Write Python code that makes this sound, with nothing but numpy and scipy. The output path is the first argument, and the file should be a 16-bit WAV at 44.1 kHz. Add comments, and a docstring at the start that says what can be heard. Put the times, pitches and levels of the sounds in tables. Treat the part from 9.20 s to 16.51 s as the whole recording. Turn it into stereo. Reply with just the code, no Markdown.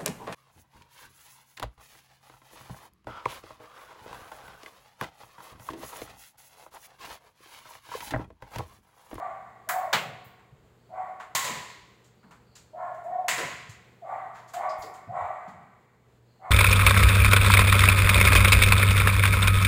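"""A dog barks again and again in the echoing light well of an apartment block, over hard knocks on pipes.
Each bark is a rough, arching tone, shaped by throat and mouth and heard only by way of the walls.
At the foot of the well someone works on plastic drain pipes: blows crack, ring the pipework and echo,
fittings tick, and the worker's shifting weight thumps softly.
Under it lie a quiet building rumble, a mains hum and a few faint chirps of a far bird."""
import sys
import numpy as np
from scipy import signal
from scipy.fft import rfft, irfft
from scipy.io import wavfile
from scipy.ndimage import uniform_filter1d

SR = 44100
rng = np.random.default_rng(int(sys.argv[2]) if len(sys.argv) > 2 else 0)


def put_to_file(sound):
    """Save the sound as 16-bit audio at rate SR, in the file named by the first command-line argument."""
    columns = np.atleast_2d(sound).T  # one column per channel
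    safe = np.clip(columns, -1, 1)
    whole_steps = np.round(safe * 32767)
    wavfile.write(sys.argv[1], SR, whole_steps.astype(np.int16))


N = 322261
TAIL_S = 1

# reverberation of the well: band_hz, t60_s, build_up_s
WELL_REVERB = [(130, 0.72, 0.21), (400, 0.63, 0.03), (900, 0.76, 0.018), (2380, 0.99, 0.0021),
               (4200, 0.97, 0.0016), (7250, 0.69, .003), (14000, 0.57, 0.0016)]
# reverberation of the work corner: band_hz, t60_s, build_up_s
CORNER_REVERB = [(150, 0.74, 0.026), (1000, .3, 0.0027), (4000, 0.3, 0.00078), (14000, 0.29, 0.00067)]


def undb(db):
    """Decibels to gain."""
    return 10 ** (np.asarray(db) / 20)


def unit(x):
    """Scale to rms 1."""
    return x / np.sqrt(np.mean(x ** 2))


def burst_level(x, level_db, window_samples):
    """Scale a stereo event so that its loudest window has this rms level."""
    power = uniform_filter1d(np.mean(x ** 2, axis=0), window_samples)
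    return x * undb(level_db) / np.sqrt(power.max())


def clock(length_s):
    """Sample times of a stretch."""
    return np.arange(int(length_s * SR)) / SR


def add(out, start_s, x):
    """Mix a stereo event in at its time."""
    i = int(start_s * SR)
    x = x[:, max(-i, 0):N - i]
    out[:, max(i, 0):max(i, 0) + x.shape[1]] += x


def delay(x, delay_s):
    """The same sound, later."""
    return np.pad(x, ((0, 0), (int(delay_s * SR), 0)))[:, :x.shape[1]]


def wobble(n, rate_hz):
    """Smooth random drift, rms 1."""
    return unit(signal.sosfilt(signal.butter(2, rate_hz, fs=SR, output="sos"), rng.standard_normal(n)))


def at_random(from_s, until_s, per_s, level_db, spread_db, centre_hz, decay_s):
    """Scattered small events: rows of start_s, level_db, centre_hz, decay_s."""
    span_s = until_s - from_s
    return [(from_s + when * span_s, level_db + spread_db * (2 * size - 1),
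             centre_hz * 2 ** (place - .5), decay_s)
            for when, size, place in rng.random((int(per_s * span_s), 3))]


def on_bins(n, hz, values):
    """Interpolate over log frequency onto the bins of an n-point spectrum."""
    return np.interp(np.log(np.fft.rfftfreq(n, 1 / SR) + 1), np.log(hz), values)


def colour(x, points):
    """Minimum-phase filter through points of freq_hz, gain_db."""
    size = 4096
    cepstrum = irfft(np.log(undb(on_bins(size, *np.transpose(points)))))
    cepstrum[1:size // 2] *= 2
    cepstrum[size // 2 + 1:] = 0
    impulse = irfft(np.exp(rfft(cepstrum)))
    return signal.fftconvolve(x, impulse[None], axes=1)[:, :x.shape[1]]


def resonate(x, hz, width_hz):
    """One resonance, gain 1 at its centre."""
    q = hz / min(width_hz, SR * .4)
    return signal.lfilter(*signal.iirpeak(min(hz, SR * .45), q, fs=SR), x)


def diffuse(n, apart_hz=700, bass_likeness=0.81):
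    """Noise from all sides: the bass is alike at both ears, the treble is not."""
    mid, side = rng.standard_normal((2, n))
    likeness = bass_likeness / (1 + (np.fft.rfftfreq(n, 1 / SR) / apart_hz) ** 4)
    mid = irfft(rfft(mid) * np.sqrt(1 + likeness), n)
    side = irfft(rfft(side) * np.sqrt(1 - likeness), n)
    return np.array([mid + side, mid - side]) / np.sqrt(2)


def reverberation(table, t):
    """Dense reflections; each band builds up and dies at its own pace."""
    hz, t60s, build_ups = np.transpose(table)
    spectrum = rfft(diffuse(len(t)))
    bands = (irfft(spectrum * on_bins(len(t), hz, share), len(t)) for share in np.eye(len(hz)))
    return sum(band * undb(-60 * t / t60_s) * (1 - np.exp(-t / rise_s))
               for band, t60_s, rise_s in zip(bands, t60s, build_ups))


def building(hum_hz=120.36, hum_db=-66.5, draught_db=-68, waver_db=1):
    """Distant rumble and hiss, a slightly wavering mains hum, and a draught on the left."""
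    # freq_hz, gain_db
    rumble_spectrum = [(25, -29.5), (55, -12.5), (85, -8.5), (130, -8), (200, -5), (290, -13), (460, -6.5),
                       (550, -13.5), (1200, -17.5), (2400, -24), (4400, -29), (5800, -36.5), (7200, -28.5),
                       (9500, -39.5), (16000, -37)]
    # time_s, level_db
    rumble_levels = [(0, -60.5), (4.7, -60), (7.3, -63)]
    t = np.arange(N) / SR
    rumble = unit(colour(diffuse(N), rumble_spectrum))
    rumble *= undb(np.interp(t, *np.transpose(rumble_levels)) + waver_db * wobble(N, 4.3))
    hum = unit(np.sin(2 * np.pi * hum_hz * t + .4 * wobble(N, 1.8)))
    hum *= undb(hum_db + 2.2 * wobble(N, 2.1))
    draught = resonate(resonate(rng.standard_normal(N), 65, 50), 65, 50)
    draught *= undb(4 * wobble(N, 1.7))
    rumble[0] += undb(draught_db) * unit(draught)
    return rumble + hum


def bird(length_s=.13, pitch_hz=4410):
    """A thin, far twitter, smeared by the well."""
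    # start_s, level_db
    chirps = [(1.551, -78), (2.938, -73), (3.23, -69), (7.032, -73)]
    out, t = np.zeros((2, N)), clock(length_s)
    for start_s, level_db in chirps:
        hz = pitch_hz * (1 + .045 * wobble(len(t), 200))
        chirp = np.sin(2 * np.pi * np.cumsum(hz) / SR) * np.sin(np.pi * t / length_s)
        smeared = signal.fftconvolve(chirp[None], reverberation(WELL_REVERB, clock(TAIL_S)), axes=1)
        add(out, start_s, burst_level(smeared, level_db, window_samples=2205))
    return out


def thumps(width_ratio=0.61, rise_s=0.002, pan_left_db=1):
    """Knees, feet, pipe and shifting weight: soft contacts with only a low resonance."""
    # start_s, level_db, centre_hz, t60_s
    contacts = [(.741, -38, 167, 0.3), (.854, -45, 132.5, 0.52), (1.059, -53.5, 120, 0.117),
                (1.319, -51, 105.5, 0.14), (2.298, -43.5, 182.6, .2), (2.369, -43.5, 130, 0.19),
                (3.04, -55, 191, 0.59), (4.179, -36, 490, .37), (4.221, -43.5, 146, .79),
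                (4.487, -45, 107, .057), (5.583, -48, 100, .16), (5.63, -45.5, 455, 0.45),
                (5.87, -40.5, 126, 0.34), (6.01, -46, 98.8, 0.33), (6.272, -48, 164, 0.89)]
    weight_shifts = at_random(0, N / SR, per_s=.6, level_db=-59.5, spread_db=1.5,
                              centre_hz=89.7, decay_s=.3)
    out, t = np.zeros((2, N)), clock(TAIL_S)
    for start_s, level_db, hz, t60_s in contacts + weight_shifts:
        push = diffuse(len(t)) * undb(-60 * t / t60_s) * (1 - np.exp(-t / rise_s))
        thump = resonate(resonate(push, hz, width_ratio * hz), hz, width_ratio * hz)
        add(out, start_s, burst_level(thump, level_db, window_samples=882))
    return out * undb([[pan_left_db], [-pan_left_db]])


def crack(t, contact_s, grain_samples=24, lag_samples=8):
    """Uneven micro-contacts fading over the contact time; the right ear hears them slightly later."""
    grain_db = 3 * np.repeat(rng.standard_normal(len(t)), grain_samples)[:len(t)]
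    burst = unit(rng.standard_normal(len(t)) * undb(grain_db)) * np.exp(-t / contact_s)
    return np.array([burst, np.pad(burst, (lag_samples, 0))[:len(t)]])


def ticks(crack_db=3, well_db=-14):
    """Fittings and loose grit tick and scrape in the corner; a longer scrape starts more softly."""
    # start_s, level_db, centre_hz, width_hz, length_s
    fittings = [(1.041, -56, 15000, 2500, .008), (1.191, -57, 899.6, 1500, .0033),
                (1.997, -38, 1370, 1700, 0.01), (2.494, -49, 4000, 797.4, .011),
                (2.841, -60, 5400, 3500, .005), (3.03, -55, 1000, 1010, 0.0044),
                (3.108, -49.5, 1500, 4500, 0.0062), (3.353, -48, 5490, 3500, 0.0036),
                (4.492, -49.5, 5720, 3600, .0031), (5.142, -44, 1920, 2500, .05),
                (5.275, -54.5, 5600, 5000, 0.0234), (5.334, -37, 3000, 11000, .007),
                (5.492, -47, 4930, 500, .0035), (5.578, -52.5, 13000, 6500, 0.0647),
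                (5.619, -45.5, 4900, 899, 0.0087), (5.737, -53, 5760, 6040, .0073),
                (6.274, -56.5, 3900, 5000, .024)]
    grains = at_random(.9, 5.9, per_s=1.5, level_db=-64.5, spread_db=5, centre_hz=8300, decay_s=.008)
    grit_width_hz = 7000
    grit = [(start_s, level_db, hz, grit_width_hz, length_s) for start_s, level_db, hz, length_s in grains]
    out, t = np.zeros((2, N)), clock(TAIL_S)
    for start_s, level_db, hz, width_hz, length_s in fittings + grit:
        tick = undb(crack_db) * crack(t, length_s) + reverberation(CORNER_REVERB, t)
        tick += undb(well_db) * reverberation(WELL_REVERB, t)
        tick = resonate(tick * (1 - np.exp(-2 * t / length_s)), hz, width_hz)
        tick = colour(tick, [(200, -15.5), (1000, 15), (5800, -6.5), (7300, 4), (9500, -7.5), (15000, -4)])
        add(out, start_s, burst_level(tick, level_db, window_samples=441))
    return out


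def well_response(t, echo_s=.094, echo_db=-4, front_db=-6, front_s=.03):
    """The well reverberates; its far end returns a bass-heavy echo with a hard front."""
    echo = colour(reverberation(WELL_REVERB, t), [(400, 13), (1500, 1), (7000, -1.5), (14000, -7)])
    well = reverberation(WELL_REVERB, t)
    front = crack(t, front_s)
    return well + delay(undb(echo_db) * echo + undb(front_db) * front, echo_s)


def blow_tone(body_hz, width_oct, body_db, edge_db, edge_hz=10500, steepness=4.4):
    """Rows of freq_hz, gain_db: the struck part adds a broad band, a sharp edge lifts the top."""
    hz = np.geomspace(60, 16000, 49)
    band = np.exp(-np.abs(np.log2(hz / body_hz) / width_oct) ** steepness)
    top = 1 / (1 + (edge_hz / hz) ** 6)
    return np.transpose([hz, body_db * band + edge_db * top])


def knocks(snap_s=0.001, snap_db=9.5, ring_db=3, well_db=-1.5):
    """Each blow cracks and fills the corner; its coupling to the pipes scales snap, well and ring."""
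    # start_s, level_db, contact_s, coupling_db, body_hz, width_oct, body_db, edge_db
    blows = [(.489, -22, .016, -15, 1350, 0.82, 15, 11.5), (.729, -16, 0.026, -18.5, 1193, 2.2, 18.9, 5.5),
             (2.1498, -19.5, 0.0098, 0.5, 992, 0.34, 3.4, 0),
             (4.082, -19, 0.0082, -3, 1710, 0.87, 6.2, -3.5)]
    # first reflections off floor and wall: delay_s, gain_db
    slaps = [(.0024, -2), (.0083, -1.5)]
    # pipework resonances, plus the microphone's bright peak near 7 kHz: centre_hz, width_hz, gain_db
    resonances = [(1000.6, 15, 10), (1076, 11, 7.5), (1990, 260, 0), (3930, 83, -10.5), (6850, 690, -9)]
    # spectrum common to all blows: freq_hz, gain_db
    crack_tone = [(150, -5), (450, -5.5), (1600, 0.5), (3800, -1), (7200, -4), (14000, -11)]
    contour = [(40, -24.5), (140, 0.5), (280, -9.5), (550, 0.5), (4500, -2),
               (5600, -4), (7500, 5), (9000, -3), (12000, -3), (15000, -1)]
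    out, t = np.zeros((2, N)), clock(TAIL_S)
    for start_s, level_db, contact_s, coupling_db, *struck_part in blows:
        snap = sum(undb(gain_db) * delay(crack(t, snap_s), delay_s) for delay_s, gain_db in slaps)
        well = well_response(t)
        blow = crack(t, contact_s) + reverberation(CORNER_REVERB, t)
        blow += undb(coupling_db) * (undb(snap_db) * snap + undb(well_db) * well)
        ring = sum(undb(gain_db) * resonate(blow, hz, width_hz) for hz, width_hz, gain_db in resonances)
        blow += undb(coupling_db + ring_db) * ring
        for tone in (crack_tone, blow_tone(*struck_part), contour):
            blow = colour(blow, tone)
        blow[:1] = colour(blow[:1], [(6000, 0.05), (14000, 6)])  # top treble beamed to the left
        add(out, start_s, burst_level(blow, level_db, window_samples=882))
    return out


def larynx(length_s, pitch_hz, rough, sag=.19, jitter=0.1005, rasp=1.88, rasp_hz=650):
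    """Pitch arches with the effort, the folds shake unevenly and air rasps through once a cycle."""
    t = clock(length_s)
    effort = np.sin(np.pi * (t / length_s) ** 0.952)
    hz = pitch_hz * (1 - sag * (1 - effort) ** 2) * (1 + jitter * rough * wobble(len(t), 144.4))
    phase = 2 * np.pi * np.cumsum(hz) / SR
    pulses = unit(sum(np.cos(k * phase) / k ** .35 for k in np.arange(1, 24)))
    air = rng.standard_normal(len(t)) * (1 + np.cos(phase))
    # rasp grows with effort, so each bark starts as a tone
    air = unit(signal.sosfilt(signal.butter(2, rasp_hz, "high", fs=SR, output="sos"), air)) * effort
    shimmer = 1 + 0.74 * rough * wobble(len(t), 140)
    return (pulses * shimmer + rasp * rough * air) * effort ** 0.61, effort


def bark(length_s, pitch_hz, opening_db, usual_pitch_hz=376.8, ring_db=4):
    """The voice coloured by throat, mouth and microphone; the mouth opens at the height of the bark."""
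    # throat and mouth, plus the microphone's peak near 7 kHz: freq_hz, gain_db
    bark_colour = [(200, -40), (400, -36.5), (520, -11.5), (630, 2), (760, 3), (900, 3.5), (1120, -3),
                   (1320, -7), (1600, -18), (2200, -19.5), (2700, -33.5), (4000, -39.5), (5600, -56),
                   (7200, -36), (10000, -51)]
    rough = np.clip(.63 + .03 * opening_db, 0, 1)  # wider mouth, rougher bark
    mouth_hz = 2000 + 15.5 * (pitch_hz - usual_pitch_hz)
    voice, effort = larynx(length_s, pitch_hz, rough)
    closed = colour(voice[None], [(800, 1.5), (1100, -23), (2000, -16)])
    opened = colour(voice[None], [(800, 0), (1100, opening_db)])
    opened += undb(ring_db) * resonate(opened, mouth_hz, width_hz=300)
    return colour(closed * (1 - effort ** 2) + opened * effort ** 2, bark_colour)


def dog(mode_db=-27, mode_t60_s=0.69, early_db=-4, early_t60_s=0.34):
    """Barks from an upper floor, heard only by way of the walls."""
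    # start_s, length_s, top_pitch_hz, level_db, mouth_opening_db
    barks = [(-.11, 0.21, 376.2, -33.5, 1.5), (.464, 0.18, 374.3, -28, -3.5),
             (1.686, 0.19, 379, -32.5, -.5), (3.525, .18, 356.1, -32.5, -1),
             (3.838, .16, 367.1, -27.5, -10.5), (4.806, 0.19, 375.5, -32, 1.5), (5.328, .16, 377.8, -27, 0),
             (5.877, .19, 377.1, -29, 0), (7.185, 0.14, 378, -36, 3)]
    # standing waves between the walls: freq_hz, gain_db
    wall_modes = [(615, -9), (672, -1.5), (737, -3), (764, -3), (1003, -3), (1095, -4), (1170, 1.5),
                  (1790, -19), (1965, -9.5)]
    # reverberation on the way down: band_hz, t60_s, build_up_s
    descent = [(400, 1.1, 0.0038), (740, 0.92, 0.0027), (1160, 1.28, 0.0085), (2100, 1.59, 0.02),
               (7000, 1.6, .005)]
    out, t = np.zeros((2, N)), clock(TAIL_S)
    modes = sum(undb(gain_db) * np.sin(2 * np.pi * (hz * t + rng.random() + 0.29 * rng.random((2, 1))))
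                for hz, gain_db in wall_modes)
    modes *= undb(mode_db - 60 * t / mode_t60_s)
    for start_s, length_s, pitch_hz, level_db, opening_db in barks:
        voice = bark(length_s, pitch_hz, opening_db)
        # the head moves: scattered reflections change, standing waves stay
        late = reverberation(descent, t)
        early = diffuse(len(t)) * undb(early_db - 60 * t / early_t60_s)
        heard = signal.fftconvolve(voice, early + late + modes, axes=1)
        add(out, start_s, burst_level(heard, level_db, window_samples=4410))
    return out


def scene():
    """Dog, pipe work, bird and building together."""
    return dog() + knocks() + ticks() + thumps() + bird() + building()


def record(dry, top_hz=15700):
    """The phone cuts the top."""
    return signal.sosfilt(signal.ellip(8, .2, 70, top_hz, fs=SR, output="sos"), dry)


dry = scene()
out = record(dry)
put_to_file(out)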